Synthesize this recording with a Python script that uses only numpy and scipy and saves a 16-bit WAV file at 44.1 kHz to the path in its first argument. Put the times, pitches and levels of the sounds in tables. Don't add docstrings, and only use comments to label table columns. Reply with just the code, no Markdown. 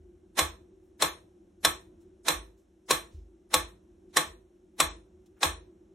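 import sys
import numpy as np
from scipy import signal
from scipy.fft import rfft, irfft, next_fast_len
from scipy.io import wavfile
from scipy.ndimage import uniform_filter1d

SR = 44100
rng = np.random.default_rng(int(sys.argv[2]) if len(sys.argv) > 2 else 0)


def inscribe(sig):
    pcm = np.round(np.clip(np.atleast_2d(sig).T, -1, 1) * 32767)
    wavfile.write(sys.argv[1], SR, pcm.astype(np.int16))


def amplitude_ratio(level_db):
    exponent = np.asarray(level_db, float) / 20
    return 10 ** exponent


N = 261954


def rms_one(x):
    return x / np.sqrt(np.mean(x ** 2) + 1e-20)


def at_hz(points, hz):
    table = np.array(points)
    return np.interp(np.log(np.maximum(hz, 1)), np.log(table[:, 0]), table[:, 1])


def ring(clicks, hz, t60):
    r, w = amplitude_ratio(-60 / (t60 * SR)), 2 * np.pi * hz / SR
    return signal.lfilter([0, np.sin(w)], [1, -2 * r * np.cos(w), r * r], clicks + 1e-18)


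def swell_ring(clicks, hz, t60, swell):
    t = np.arange(round(swell * SR)) / SR
    push = 4 * np.hanning(len(t)) * np.sin(2 * np.pi * hz * t) / len(t)
    return ring(signal.fftconvolve(clicks, push)[:len(clicks)], hz, t60)


def stereo_noise(spectrum, likeness, size):
    hz = np.fft.rfftfreq(size, 1 / SR)
    mid, side = rfft(rng.standard_normal((2, size)))
    alike = np.clip(at_hz(likeness, hz), -1, 1)
    pair = np.sqrt(1 + alike) * mid + np.sqrt(1 - alike) * side * [[1], [-1]]
    return rms_one(irfft(pair * amplitude_ratio(at_hz(spectrum, hz)), size))


def add(out, piece, s):
    i = max(round(s * SR), 0)
    out[:, i:i + piece.shape[-1]] += piece[..., :N - i]


# [t/s, level/dB]
AIR = [(0.0, -61), (0.53, -59.5), (0.81, -61.5), (1.59, -61), (2.05, -58.5), (2.3, -61.5), (2.43, -60),
       (2.58, -65.5), (2.85, -64.5), (3.4, -62.5), (4.05, -59.5), (4.25, -59), (4.43, -63.5), (4.65, -63.5),
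       (4.86, -61.5), (5.94, -60)]
# [f/Hz, density/dB per Hz]
HUM = [(15, -47.5), (25, -18.5), (37, -13.5), (86, -9), (129, -30), (162, -19), (187, -11), (280, -21),
       (308, -8.5), (364, -2.5), (386, -7), (400, -27.5), (430, -31), (560, -62.5), (950, -120)]
DRAUGHT = [(400, -30), (450, 1.5), (700, -4), (1000, -13), (1600, -16.5), (2500, -42.5)]
HISS = [(1000, -20), (1600, -1), (3100, -2), (4400, -6), (4800, -8), (5600, -2.5), (8500, -6.5),
        (11800, -9), (12300, -25), (16000, -31.5)]
# [f/Hz, left-right likeness/1]
AIR_LIKENESS = [(60, 0.98), (180, 1), (350, 0.96), (600, 0.28), (1650, .4), (5000, 0.85), (6500, .93),
                (15000, 0.56)]
DRAUGHT_DB, DRAUGHT_FOLLOWS, HISS_DB, HISS_FOLLOWS = -75.5, .6, -82, .2
LINGER_S, DRAUGHT_LINGER_DB, HISS_LINGER_DB = 0.18, 9, 5.5


def air():
    t, size = np.arange(N) / SR, next_fast_len(N)
    hum_db = np.interp(t, *np.transpose(AIR))
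    swing_db = hum_db - hum_db.mean()
    linger = sum((t > s) * np.exp(-np.abs(t - s) / LINGER_S) for s, *_ in TICKS)
    draught_db = DRAUGHT_DB + DRAUGHT_FOLLOWS * swing_db + DRAUGHT_LINGER_DB * linger
    hiss_db = HISS_DB + HISS_FOLLOWS * swing_db + HISS_LINGER_DB * linger
    layers = zip([HUM, DRAUGHT, HISS], [hum_db + 3.0, draught_db, hiss_db])
    return sum(amplitude_ratio(db) * stereo_noise(colour, AIR_LIKENESS, size)[:, :N] for colour, db in layers)


# [t/s, peak level/dB, lower board mode against the upper/dB]
PAWS = [(0.0, -48.5, 0), (.417, -30.5, -10.5), (1.029, -42.5, -7), (1.666, -38, -8), (2.325, -40.5, 4.5),
        (2.921, -43.5, -1.5), (3.142, -36.5, -2), (3.562, -35, -2), (4.153, -50, -3.5), (4.267, -45, -1.5),
        (4.833, -35.5, -0.5), (5.135, -55, -4.5), (5.458, -30.5, -5.5)]
# [f/Hz, t60/s, swell/s]
BOARDS = [(52.8, .45, 0.076), (76.3, 0.34, 0.01)]


def paws():
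    out = np.zeros(N)
    for k, (hz, t60, swell) in enumerate(BOARDS):
        clicks = np.zeros(N)
        for s, peak_db, low_db in PAWS:
            clicks[max(round(s * SR), 0)] = amplitude_ratio(peak_db - 1.5 + (0 if k else low_db))
        out += swell_ring(clicks, hz, t60, swell)
    return out


# [lead/s, rms level at the attack/dB, fainter early swell against it/dB]
SMEARS = [(.022, -23.5, -21), (.028, -29, -30.5), (.02, -33, -39.5), (0.037, -32, -23.5),
          (0.027, -29, -39.5), (0.012, -29.5, -13.5), (0.0084, -26, -17.5), (0.022, -33, -26.5),
          (0.026, -30.5, -37)]
SMEAR_POWER = 1.6
FAINT_LEAD_S, SMEAR_FADE_S = 0.039, .012


def smears():
    out, ahead_s = np.zeros((2, N)), .06
    t = np.arange(4096) / SR - ahead_s
    for (lead, level_db, faint_db), (start, _, pan_db, _, alike) in zip(SMEARS, TICKS):
        swell = np.clip(1 + t / lead, 0, 1) ** SMEAR_POWER
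        swell += amplitude_ratio(faint_db) * np.clip(1 + t / FAINT_LEAD_S, 0, 1)
        fade = np.exp(-np.maximum(t, 0) / SMEAR_FADE_S)
        noise = stereo_noise(CRACK, [(200, 1.0), (6000, 0.27 + 0.19 * alike), (10000, alike)], 4096)
        gain = amplitude_ratio(level_db + pan_db * np.array([[.5], [-.5]]))
        add(out, gain * swell * fade * noise, start - ahead_s)
    return out


# [delay t/s, strength level/dB]
CONTACTS = [
    (0, -7.5),
    (.0011, -5.5),
    (.0022, 3),
    (.0039, -5),
    (.0056, -6),
    (.0074, -11),
    (.011, -7),
]
# [f/Hz, level/dB, t60/s]
CASE = [(504, -18.5, 0.14), (726, -28.5, 0.15), (767, -24.5, 0.061), (850, -18.5, 0.08),
        (1104.8, -6.5, 0.071), (1305, -19.5, 0.18), (1713, -14, 0.019), (1740, -18, 0.018),
        (2150, -17.5, 0.046), (2510, -11, 0.013), (3220, -17.5, 0.037), (3500, -14, 0.065),
        (4022, -11, 0.063), (5560, -16.5, 0.035), (6300, -20.5, 0.0047), (7360, -13, 0.028),
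        (7900, -15.5, .03), (9260, -13.5, 0.012)]
# [f/Hz, density/dB per Hz]
CRACK = [(120, -43.5), (200, -7), (1140, -6), (1440, -9), (1730, -4), (2940, -12.5), (3400, -8),
         (4010, -5.5), (4640, -9), (7470, -12.5), (9300, -12), (10200, -11), (15800, -28.5)]


def tick(size, bright_db, alike):
    delay, strength_db = np.transpose(CONTACTS)
    at = np.round((delay + rng.normal(0, .00025, len(delay)) + .0005) * SR).clip(0).astype(int)
    body, clicks = np.zeros((2, size)), np.zeros((2, size))
    for hz, level_db, t60 in CASE:
        uneven_db = rng.normal(0, 2.9, len(at))
        uneven_db = uneven_db + (1.0 - alike) * rng.normal(0, 0.28, (2, len(at)))
        clicks[:, at] = amplitude_ratio(strength_db + uneven_db)
        mode = ring(clicks * rng.choice([-1, 1], size), hz, t60)
        body += amplitude_ratio(level_db + rng.normal(0, 1.0)) * mode / np.abs(mode).max()
    clicks[:, at] = amplitude_ratio(strength_db)
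    gate = signal.lfilter([1], [1, -amplitude_ratio(-60 / (0.017 * SR))], clicks)
    crack = gate * stereo_noise(CRACK, [(200, 1.0), (6000, 1.6 + 0.1 * alike), (10000, alike)], size)
    radiation = [(120, -18), (400, -2), (4000, -0.5), (16000, 2 * bright_db)]
    turn = amplitude_ratio(at_hz(radiation, np.fft.rfftfreq(size, 1 / SR)))
    return irfft(rfft(amplitude_ratio(-1.5) * body + amplitude_ratio(-8) * crack) * turn, size)


# [f/Hz, t60/s]
ROOM_T60 = [(100, 0.85), (260, 0.38), (700, 0.27), (1840, 0.26), (4850, 0.25), (12800, 0.25)]
# [f/Hz, level/dB]
ROOM_COLOUR = [(100, 5), (300, -3.5), (1000, 2), (3000, 1), (7000, -1), (15000, 0)]
# [f/Hz, left-right likeness/1]
ROOM_LIKENESS = [(60, 0.98), (180, 1), (550, 0.23), (1650, 0.16), (4970, 0.052), (15000, 0.36)]


def room_echo(size):
    t, out = np.arange(size) / SR, 0
    noise = stereo_noise(ROOM_COLOUR, ROOM_LIKENESS, size)
    edges = 60 * 2 ** np.arange(0, 8.6, .5)
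    for low, high in zip(edges, edges[1:]):
        hz = np.sqrt(low * high)
        sos = signal.butter(2, [low, min(high, 19000)], "band", fs=SR, output="sos")
        band = signal.sosfilt(sos, noise)
        build = 1 - np.exp(-t / (0.0082 + 1.0 / hz))
        out = out + band * build * amplitude_ratio(-60 * t / at_hz(ROOM_T60, hz))
    return out


# [t/s, peak level/dB, left-right pan/dB, brightness/dB per octave above 4 kHz,
#         left-right likeness of the highs/1]
TICKS = [
    (0.388, -11, -2, 2.1, .55),
    (1.02, -10, 0.3, 1.5, 0.41),
    (1.647, -7, -0.2, 0.9, 0.84),
    (2.281, -11.5, -2.5, 1.3, 0.22),
    (2.906, -10, 0.3, 2, 0.15),
    (3.539, -7.5, -0.1, 1.5, 0.4),
    (4.167, -9, -0.35, 2, 0.23),
    (4.8, -7.5, 0.4, -0.1, 1),
    (5.429, -10.5, 0, -3, 0.13),
]
# [f/Hz, level/dB, t60/s, swell/s]
BOOM = [(157, -27.5, 0.11, 0.038), (305.4, -27, 0.21, 0.019), (344, -33.5, 0.39, 0.033)]
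TAIL_GAP_DB = -9.5
SPRING_DB = -7.5


def metronome():
    out, size, beat = np.zeros((2, N)), 2 ** 15, np.zeros(N)
    echoes = [room_echo(size), room_echo(size)]
    hz = np.fft.rfftfreq(2 * size, 1 / SR)
    gaps_db = sum(TAIL_GAP_DB * np.exp(-((hz - centre) / width * 2) ** 2) for centre, width, _ in GAPS)
    directs = [tick(size, bright_db, np.clip(alike, -1, 1)) for *_, bright_db, alike in TICKS]
    powers = uniform_filter1d(np.mean(np.abs(rfft(directs, 2 * size)) ** 2, axis=1), size=24)
    for k, (s, peak_db, pan_db, _, _) in enumerate(TICKS):
        wander = .6 * echoes[0] + 0.94 * np.roll(echoes[1], 7 * k, axis=1)
        spread = np.sqrt(0.99 * powers.mean(axis=0) + 0.16 * powers[k])
        tail = irfft(spread * amplitude_ratio(gaps_db) * rfft(wander, 2 * size))[:, :size]
        gain = amplitude_ratio(peak_db + pan_db * np.array([[.5], [-.5]]))
        add(out, gain * (directs[k] + amplitude_ratio(SPRING_DB - peak_db - 26) * tail), s)
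        beat[round(s * SR)] = amplitude_ratio(SPRING_DB)
    return out + sum(amplitude_ratio(db) * swell_ring(beat, hz, t60, swell) for hz, db, t60, swell in BOOM)


# [t/s, rms level/dB, length/s, centre f/Hz]
SCUFFS = [
    (0.823, -79.5, .06, 11070),
    (2.001, -69, 0.027, 6600),
    (2.567, -70.5, 0.039, 7500),
    (3.1, -64.5, 0.073, 4970),
    (4.088, -70, 0.053, 5000),
    (4.993, -76, 0.026, 7530),
    (5.257, -63.5, 0.014, 5600),
    (5.363, -65, .03, 1390),
]


def scuffs():
    out = np.zeros((2, N))
    for s, level_db, length, hz in SCUFFS:
        colour = [(hz / 6, -24), (hz / 2, -4), (hz, 0), (hz * 1.8, -6), (hz * 3.0, -18)]
        puff = stereo_noise(colour, [(100, .8), (9000, .8)], 8192)
        t = np.arange(8192) / SR / length
        add(out, amplitude_ratio(level_db) * puff * np.e * t * np.exp(-t * 2.0), s)
    return out


def scene():
    return metronome() + smears() + paws() + scuffs() + air()


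# [f/Hz, mid level/dB, side level/dB]
STARVED = [(4200, -38, -40), (4700, -22, -24), (5300, -36, -26), (7500, -31, -16), (9000, -25, -17),
           (12000, -21, -19), (16000, -25, -21)]
SHORTAGE_DB = 2.5
DROUGHT_S, DROUGHT_WIDTH_S, DROUGHT_DB = 4.925, .06, 17


def starve(x, patchy_db, quiet_db, loud_db, coarse_share):
    stft = dict(window="cosine", nperseg=2048, noverlap=1024)
    hz, when, frames = signal.stft([x[0] + x[1], x[0] - x[1]], SR, **stft)
    edges = np.searchsorted(hz, np.arange(4400, 17000, 480))
    power = np.abs(frames) ** 2 + 1e-20
    frame_db = 10 * np.log10(power[:, 30:].sum(axis=(0, 1)))
    luck = rng.standard_normal((2, len(edges), frames.shape[-1]))
    luck = uniform_filter1d(luck, size=4, axis=-1) * 2
    short_db = SHORTAGE_DB + DROUGHT_DB * np.exp(-((when - DROUGHT_S) / DROUGHT_WIDTH_S) ** 4)
    spare_db = np.clip(quiet_db - frame_db, 0, 15) + np.clip(frame_db - loud_db, 0, 15)
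    middling = (frame_db > quiet_db) * (frame_db < loud_db)
    for k, (low, high) in enumerate(zip(edges, edges[1:])):
        limit_db = np.array([[at_hz(np.array(STARVED)[:, [0, c]], hz[low])] for c in (1, 2)])
        band = power[:, low:high]
        margin_db = 10 * np.log10(band.sum(axis=1)) - frame_db - limit_db - patchy_db * luck[:, k]
        margin_db += spare_db - short_db * np.clip((hz[low] - 7000) / 2000, 0, 1)
        coarse = np.clip((hz[low] - 3000) / 7000, 0, 1) * np.clip(coarse_share, 0, 1) * middling
        kept = band > coarse * band.mean(axis=1, keepdims=True)
        makeup = band.sum(axis=1, keepdims=True) / (band * kept).sum(axis=1, keepdims=True)
        frames[:, low:high] *= kept * np.sqrt(makeup)
        frames[:, low:high] *= np.clip(margin_db / 2 + .5, .005, 1)[:, None]
    mid, side = signal.istft(frames, SR, **stft)[1][:, :N]
    return np.array([mid + side, mid - side]) / 2


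def low_pass(x):
    return signal.sosfilt(signal.butter(12, 16960, fs=SR, output="sos"), x)


# [centre f/Hz, width/Hz, level/dB]
GAPS = [(4660, 640, -8), (10210, 600, -6)]


def record(dry):
    size = next_fast_len(N)
    hz = np.fft.rfftfreq(size, 1 / SR)
    dips_db = sum(db * np.exp(-((hz - centre) / width * 2) ** 2) for centre, width, db in GAPS)
    edges_db = at_hz([(15, -25.5), (42, 0.5), (15900, -0.5), (16300, -47.5)], hz)
    rounded = 0.77 * np.tanh(dry / 0.81)
    filtered = irfft(rfft(rounded, size) * amplitude_ratio(dips_db + edges_db), size)[:, :N]
    mix = starve(filtered, patchy_db=11.0, quiet_db=-61.0, loud_db=-38, coarse_share=0.98)
    return low_pass(mix)


dry = scene()
out = record(dry)
inscribe(out)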